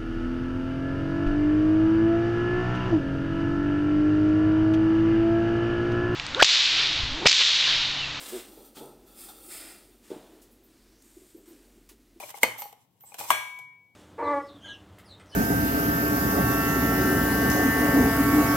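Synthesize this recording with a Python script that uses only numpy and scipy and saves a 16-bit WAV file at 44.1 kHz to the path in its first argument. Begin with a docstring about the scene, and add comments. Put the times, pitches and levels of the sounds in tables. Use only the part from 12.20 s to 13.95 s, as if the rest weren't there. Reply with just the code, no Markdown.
"""A perforated steel steamer basket drops into a rice cooker's pot with a damped clank, close by.
Friction and light impacts make it scrape, squeal and bump as it settles and as fingers take it up again,
while the cooker's housing thuds on the counter. It knocks the pot on the way out and, no longer damped
by contact, rings freely as it is turned over. The kitchen adds a short echo and a faint hum."""
import sys
import numpy as np
from scipy import signal
from scipy.fft import rfft, irfft
from scipy.io import wavfile

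SR = 44100
rng = np.random.default_rng(int(sys.argv[2]) if len(sys.argv) > 2 else 0)


def pcm_store(signal):
    """Save signal as 16-bit PCM."""
    levels = np.round(np.clip(np.atleast_2d(signal), -1, 1) * 32767)
    wavfile.write(sys.argv[1], SR, levels.astype(np.int16).T)


N = 77175
T = np.arange(N) / SR

# Spectra of the hum, room echo, sliding, crack and shimmer. Each row: frequency in Hz, relative level in dB.
HUM_SPECTRUM = [(25, -25.5), (112, 5), (190, -3.5), (591, -14), (887, -11), (1260, -27), (3430, -25),
                (9070, -39), (14400, -25.5)]
ROOM_SPECTRUM = [(100, 3.5), (300, -4.5), (2100, 0.5), (10000, -7.5)]
SLIDE_SPECTRUM = [(130, -6), (450, -3), (900, 7), (1500, -9.5), (2400, -2.5), (5000, -3.5), (8200, -0.5),
                  (11000, -4), (13600, 3), (16000, -14.5)]
CRACK_SPECTRUM = [(200, -14), (1000, -0.5), (3200, 2), (5000, -7), (8000, 1.5), (10800, -5), (13300, 5.5),
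                  (16000, -8.5)]
SHIMMER_SPECTRUM = [(350, 4), (600, 7), (1050, 13.5), (1450, 5.5), (2200, 11), (2650, 4), (3100, 9),
                    (4000, -5.5), (5000, -8), (6000, -1), (10000, 0), (10900, -4), (13000, 1.5),
                    (14700, -3.5), (16000, -23.5)]
# Damping of the room and the sheet. Each row: frequency in Hz, time to fall 60 dB (T60) in seconds.
ROOM_DECAY = [(100, 0.73), (500, 0.49), (14000, 0.3)]
SHIMMER_DECAY = [(300, .33), (650, 0.46), (1100, 0.61), (1600, 0.53), (3000, 0.59), (14000, 0.44)]
# Likeness of the two channels. Each row: frequency in Hz, left-right correlation.
COHERENCE = [(300, 0.8), (2200, 0.18), (4500, 0.017), (14000, 0.033)]
# Thuds of the housing. Each row: start in seconds, level in dB, frequency in Hz.
HOUSING_THUDS = [(0.026, -61.5, 120.5), (0.244, -49.5, 115.4), (1.153, -58.5, 123.8), (1.389, -66, 138.2)]
# Strength of the sliding. 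Each row: time in seconds, level in dB.
SLIDE_LEVELS = [(0, -43.5), (.05, -48), (.11, -45), (.13, -60.5), (.157, -47), (.18, -48), (.2, -61.5),
                (.228, -38.5), (.37, -60.5), (.392, -42.5), (.425, -52), (.47, -54.5), (.56, -73),
                (.62, -67), (.68, -82), (.82, -75), (.865, -61), (.975, -56), (.992, -37.5), (1.075, -44.5),
                (1.102, -36), (1.125, -52), (1.34, -66.5), (1.41, -65), (1.51, -84)]
# Squeals of the rim. Each row: start in seconds, level in dB, centre frequency in Hz.
RIM_SQUEALS = [(0.3744, -39.5, 13130), (.85, -56, 8000), (.845, -66, 9900), (0.8, -53, 13600)]
# Catches of the rim. Each row: start in seconds, level in dB.
RIM_TICKS = [(0.0917, -43), (0.1028, -40), (0.184, -44), (0.419, -35.5), (.526, -49), (0.807, -56.5),
             (0.942, -37.5), (0.985, -39), (1.002, -36.5), (1.388, -46.5)]
# Basket bumping the pot. Each row: start in seconds, knock level in dB, pitch in Hz, clink level in dB.
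POT_BUMPS = [(.002, -36.5, 746, -42), (0.025, -38, 945, -53), (0.035, -36.5, 615, -38),
             (0.1423, -35.5, 838, -43.5), (0.176, -46, 810, -55),(.386, -45, 792, -65),
             (.419, -34.5, 903, -45), (.455, -38.5, 825, -70), (.528, -45.5, 775, -78),
             (0.8369, -47.5, 835, -62.5), (0.92, -44, 845, -49.5), (0.944, -41.5, 740, -47),
             (0.999, -45, 910, -41.5), (1.01, -31, 863, -42.5), (1.039, -39.5, 850, -45),
             (1.051, -39, 920, -47.5), (1.065, -47.5, 840, -51), (1.389, -50.5, 760, -48)]
# Modes of the seated basket. Each row: frequency in Hz, T60 in seconds, dB at the drop, dB on settling.
SEATED_MODES = [(520, .15, -27, -55), (824, .33, -40, -41), (2123, .2, -31, -52), (2487, .15, -28, -58),
                (3065, .36, -38, -56), (4340, .22, -35, -51), (4730, .22, -41, -56), (5770, .3, -48, -55),
                (6430, .2, -42, -58), (8340, .25, -44, -58), (9900, .25, -43, -56)]
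# Modes of the free basket. Each row: frequency in Hz, relative level in dB, T60 in seconds,
# left-right difference in dB, gain in dB on turning to face the listener.
FREE_MODES = [(625, -36, .34, 3, 0), (932, -38, .42, 2, 0), (986, -35, .35, 2, 0),
              (1003.5, -48, .67, 8, 23), (1128, -31, .25, 1, 0), (1211, -34, .32, 4, 0),
              (1628, -34, .57, 16, 0), (2251.8, -40, .85, 5, 20), (2291.5, -28, .66, 1, 0),
              (2388, -29, .38, -1, 0), (3352, -35.5, .54, 6, 0), (3429, -43, .42, 8, 0),
              (4259, -41, .45, 4, 0), (5651, -41.5, .48, 0, 0), (8302, -34, .29, -4, 0),
              (11610, -38, .18, -1, 0)]
# Modes of basket and pot in contact. Each row: frequency in Hz, time to peak in seconds,
# level in dB when dropped in, level in dB when lifted out.
CONTACT_MODES = [(266, 0.0068, -33, -67), (494, 0.0058, -25, -58.5), (651, 0.0059, -23.5, -29.5),
                 (885.6, 0.0053, -18.5, -32.5), (1052, 0.002, -20.5, -8), (2159, 0.0023, -6.5, -37),
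                 (2920, 0.00054, -26.5, -15)]
# The two clanks. Each row: start in seconds, crack in dB, shimmer in dB, left-right difference in dB.
IMPACTS = [(0.2313, -12.5, -34, 2.5), (1.104, -17.5, -28.5, 8.5)]

DROP_S, LIFT_S = IMPACTS[0][0], IMPACTS[1][0]
SETTLE_S, SEATED_S, TURN_S = .42, (.1, .9), (1.093, 1.391)


def amp(db):
    """Amplitude ratio for a level in decibels."""
    return 10 ** (np.asarray(db) / 20)


def unit(x):
    """Normalisation to an rms of 1."""
    return x / np.sqrt(np.mean(x ** 2) + 1e-20)


def read(points, hz):
    """Interpolation on a log-frequency axis."""
    f, value = np.transpose(points)
    return np.interp(np.log(hz + 1), np.log(f + 1), value)


def pan(db):
    """Channel gains: a left-right level difference gives direction."""
    return amp(np.array([[db], [-db]]) / 2)


def since(s):
    """Time since an impact, zero before it."""
    return np.maximum(T - s, 0)


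def blow(t, peak_s):
    """Critically damped pulse that peaks at 1."""
    u = t / peak_s
    return u * np.exp(1 - u)


def tone(t, hz):
    """Simple harmonic motion."""
    return np.sin(2 * np.pi * hz * t)


def tinted(x, spectrum):
    """Spectral shaping of a stereo pair, most coherent at long wavelengths."""
    hz = np.fft.rfftfreq(2 * N, 1 / SR)
    a, b = rfft(x, 2 * N) * amp(read(spectrum, hz))
    coherence = read(COHERENCE, hz)
    mid, side = a * np.sqrt((1 + coherence) / 2), b * np.sqrt((1 - coherence) / 2)
    return irfft(np.array([mid + side, mid - side]))[:, :N]


def noise(spectrum):
    """Stationary coloured stereo noise of rms 1."""
    return unit(tinted(rng.standard_normal((2, N)), spectrum))


def damped(x, start, decay):
    """Frequency-dependent damping: from the start time each band decays exponentially."""
    hz, t, bands = signal.stft(x, SR, nperseg=256)
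    fade = amp(-60 * np.maximum(t - start, 0) / read(decay, hz)[:, None])
    return signal.istft(bands * fade, SR, nperseg=256)[1][:, :N]


def steely(x, ripple, ripple_db=5.5, step_hz=45):
    """Overlapping resonances of the sheet put fine peaks and dips into a spectrum."""
    hz = np.fft.rfftfreq(N, 1 / SR)
    depth_db = ripple_db * hz / (hz + 1500)
    gain = amp(depth_db * np.interp(hz / step_hz, np.arange(len(ripple)), ripple))
    return unit(irfft(rfft(x) * gain, N))


def hum():
    """The noise floor: faint, steady and strongest in the bass."""
    return amp(-69.5) * noise(HUM_SPECTRUM) * pan(db=5)


def kitchen(x, gap_s=.0054, near_db=3.5, near_t60=.033):
    """Reverberation: early reflections from lid and counter, then a diffuse tail from the walls."""
    tail = damped(rng.standard_normal((2, N)), 0, ROOM_DECAY) * np.clip(T / gap_s - 1, 0, 1)
    near = rng.standard_normal((2, N)) * amp(-60 * T / near_t60) * (T > gap_s)
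    response = tail / np.linalg.norm(tail[0]) + amp(near_db) * near / np.linalg.norm(near[0])
    return signal.fftconvolve(x, tinted(response, ROOM_SPECTRUM), axes=1)[:, :N]


def thuds(peak_s=.032):
    """Damped oscillation: the housing rocks on the counter as the weight shifts."""
    return sum(amp(db) * blow(since(s), peak_s) * tone(since(s), hz) for s, db, hz in HOUSING_THUDS)


def slide(ripple, slips_per_s=5000, spread_db=2, hiss_db=-8):
    """Stick-slip friction: dense tiny slips of steel on the pot merge into a scrape."""
    sizes = amp(spread_db * np.minimum(rng.exponential(1, N), 4))
    slips = sizes * (rng.random(N) < slips_per_s / SR)
    friction = (unit(slips) + amp(hiss_db)) * rng.standard_normal((2, N))
    strength = amp(np.interp(T, *np.transpose(SLIDE_LEVELS)))
    return strength * steely(tinted(friction, SLIDE_SPECTRUM), ripple)


def squeals(ripple, peak_s=.025, half_width_hz=420):
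    """Resonance: the rubbing rim excites a narrow cluster of high modes."""
    f, out = np.fft.rfftfreq(N, 1 / SR), np.zeros((2, N))
    for s, db, hz in RIM_SQUEALS:
        band = irfft(rfft(rng.standard_normal((2, N))) / (1 + ((f - hz) / half_width_hz) ** 2), N)
        out += amp(db) * blow(since(s), peak_s) * steely(band, ripple)
    return out


def ticks():
    """A brief force has a broad spectrum: each catch of the rim is a bright tick."""
    return noise(CRACK_SPECTRUM) * sum(amp(db) * blow(since(s), peak_s=.0015) for s, db in RIM_TICKS)


def bumps():
    """Light impacts excite damped modes: a hollow knock, and a clink that is lower while seated."""
    out = np.zeros(N)
    for s, db, hz, clink_db in POT_BUMPS:
        t = since(s)
        detune = rng.uniform(.97, 1.03, 3)
        knock = tone(t, hz) + amp(-10) * (tone(t, hz * .66 * detune[0]) + tone(t, hz * 1.3 * detune[1]))
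        clink_hz = 2130 if SEATED_S[0] < s < SEATED_S[1] else 2400
        out += amp(db) * blow(t, peak_s=.0019) * knock
        out += amp(clink_db) * blow(t, peak_s=.0018) * tone(t, clink_hz * detune[2])
    return out * pan(db=7.5)


def sheet_modes(gap_hz=170, distinct_hz=4200, line_share=.8):
    """Modal overlap: the perforated sheet's modes blur below and stand as lines in the treble."""
    hz = np.fft.rfftfreq(N, 1 / SR)
    slots_hz = np.arange(0, SR / 2 - gap_hz, gap_hz)
    lines = np.zeros(len(hz))
    lines[np.searchsorted(hz, slots_hz + gap_hz * rng.random(len(slots_hz)))] = 1
    share = line_share * np.minimum(hz / distinct_hz, 1) ** 4
    power = share * unit(lines) ** 2 + 1 - share
    return irfft(rfft(rng.standard_normal((2, N))) * np.sqrt(power), N)


def rubbed_ring(rubbing, sheet, t60=.083):
    """Forced vibration: every slip and catch sets the sheet's modes ringing."""
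    response = sheet * amp(-60 * T / t60)
    return amp(-9.5) * signal.fftconvolve(rubbing, response / np.linalg.norm(response[0]), axes=1)[:, :N]


def seated_ring():
    """Contact damping: held by pot and hand, the basket rings briefly on dropping and settling."""
    ages = since(DROP_S), since(SETTLE_S)
    return sum(amp(db - 60 * t / t60) * tone(t, hz)
               for hz, t60, *levels in SEATED_MODES for t, db in zip(ages, levels))


def free_ring():
    """Free vibration: close modes beat, and two fade more slowly while turning toward the listener."""
    t, turn = since(LIFT_S), np.interp(T, TURN_S, [0, 1])
    out = np.zeros((2, N))
    for hz, db, t60, side_db, turn_db in FREE_MODES:
        lag = rng.uniform(-.19, .23) / hz * np.array([[1], [-1]])  # phase differs between channels
        out += pan(side_db) * amp(db - 60 * t / t60 + turn_db * turn) * tone(t + lag, hz)
    return amp(-.5) * out * (t > 0)


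def shimmer(sheet, rise_s=.0067, early_db=6.5, early_t60=.067, boom_hz=451.3):
    """Two-stage decay: after each clank the sheet's many weak modes fall fast, then linger."""
    out = np.zeros((2, N))
    for (s, _, db, _), boom_db in zip(IMPACTS, (10, -8.5)):  # the pot booms more at the drop
        spectrum = [(hz, level + boom_db / (1 + (hz / boom_hz) ** 2)) for hz, level in SHIMMER_SPECTRUM]
        t = since(s)
        envelope = np.minimum(t / rise_s, 1) * (1 + amp(early_db - 60 * t / early_t60))
        out += amp(db) * envelope * damped(unit(tinted(sheet, spectrum)), s, SHIMMER_DECAY)
    return out


def clanks(sharpness=2.6):
    """Impact excitation: a broadband crack and a few heavily damped modes of the touching steel."""
    out = np.zeros((2, N))
    for k, (s, crack_db, _, side_db) in enumerate(IMPACTS):
        t = since(s)
        body = sum(amp(levels[k]) * blow(t, peak_s) ** sharpness * tone(t, hz)
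                   for hz, peak_s, *levels in CONTACT_MODES)
        crack = amp(crack_db) * blow(t, peak_s=.0017) * noise(CRACK_SPECTRUM)
        out += pan(side_db) * body + crack
    return out


def scene():
    """Superposition: clanks, handling and ringing add to the kitchen's echo and hum."""
    ripple, sheet = rng.standard_normal(600), sheet_modes()
    hits = clanks()
    rubbing = ticks() + slide(ripple) + squeals(ripple)
    handling = bumps() + rubbing
    rings = shimmer(sheet) + rubbed_ring(rubbing, sheet) + seated_ring() + free_ring()
    echo = kitchen(amp(-12.5) * hits + amp(-10) * handling)
    return hum() + echo + thuds() + handling + rings + hits


def record(dry, low_cut_hz=100, high_cut_hz=16100):
    """Band limiting: the microphone loses deep bass, peaks clip, and the highest treble is cut."""
    thin = signal.sosfilt(signal.butter(2, low_cut_hz, "high", fs=SR, output="sos"), dry)
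    lowpass = signal.firwin(255, high_cut_hz, window=("kaiser", 9), fs=SR)
    return signal.oaconvolve(np.clip(thin, -.95, .95), lowpass[None], "same")


dry = scene()
out = record(dry)
pcm_store(out)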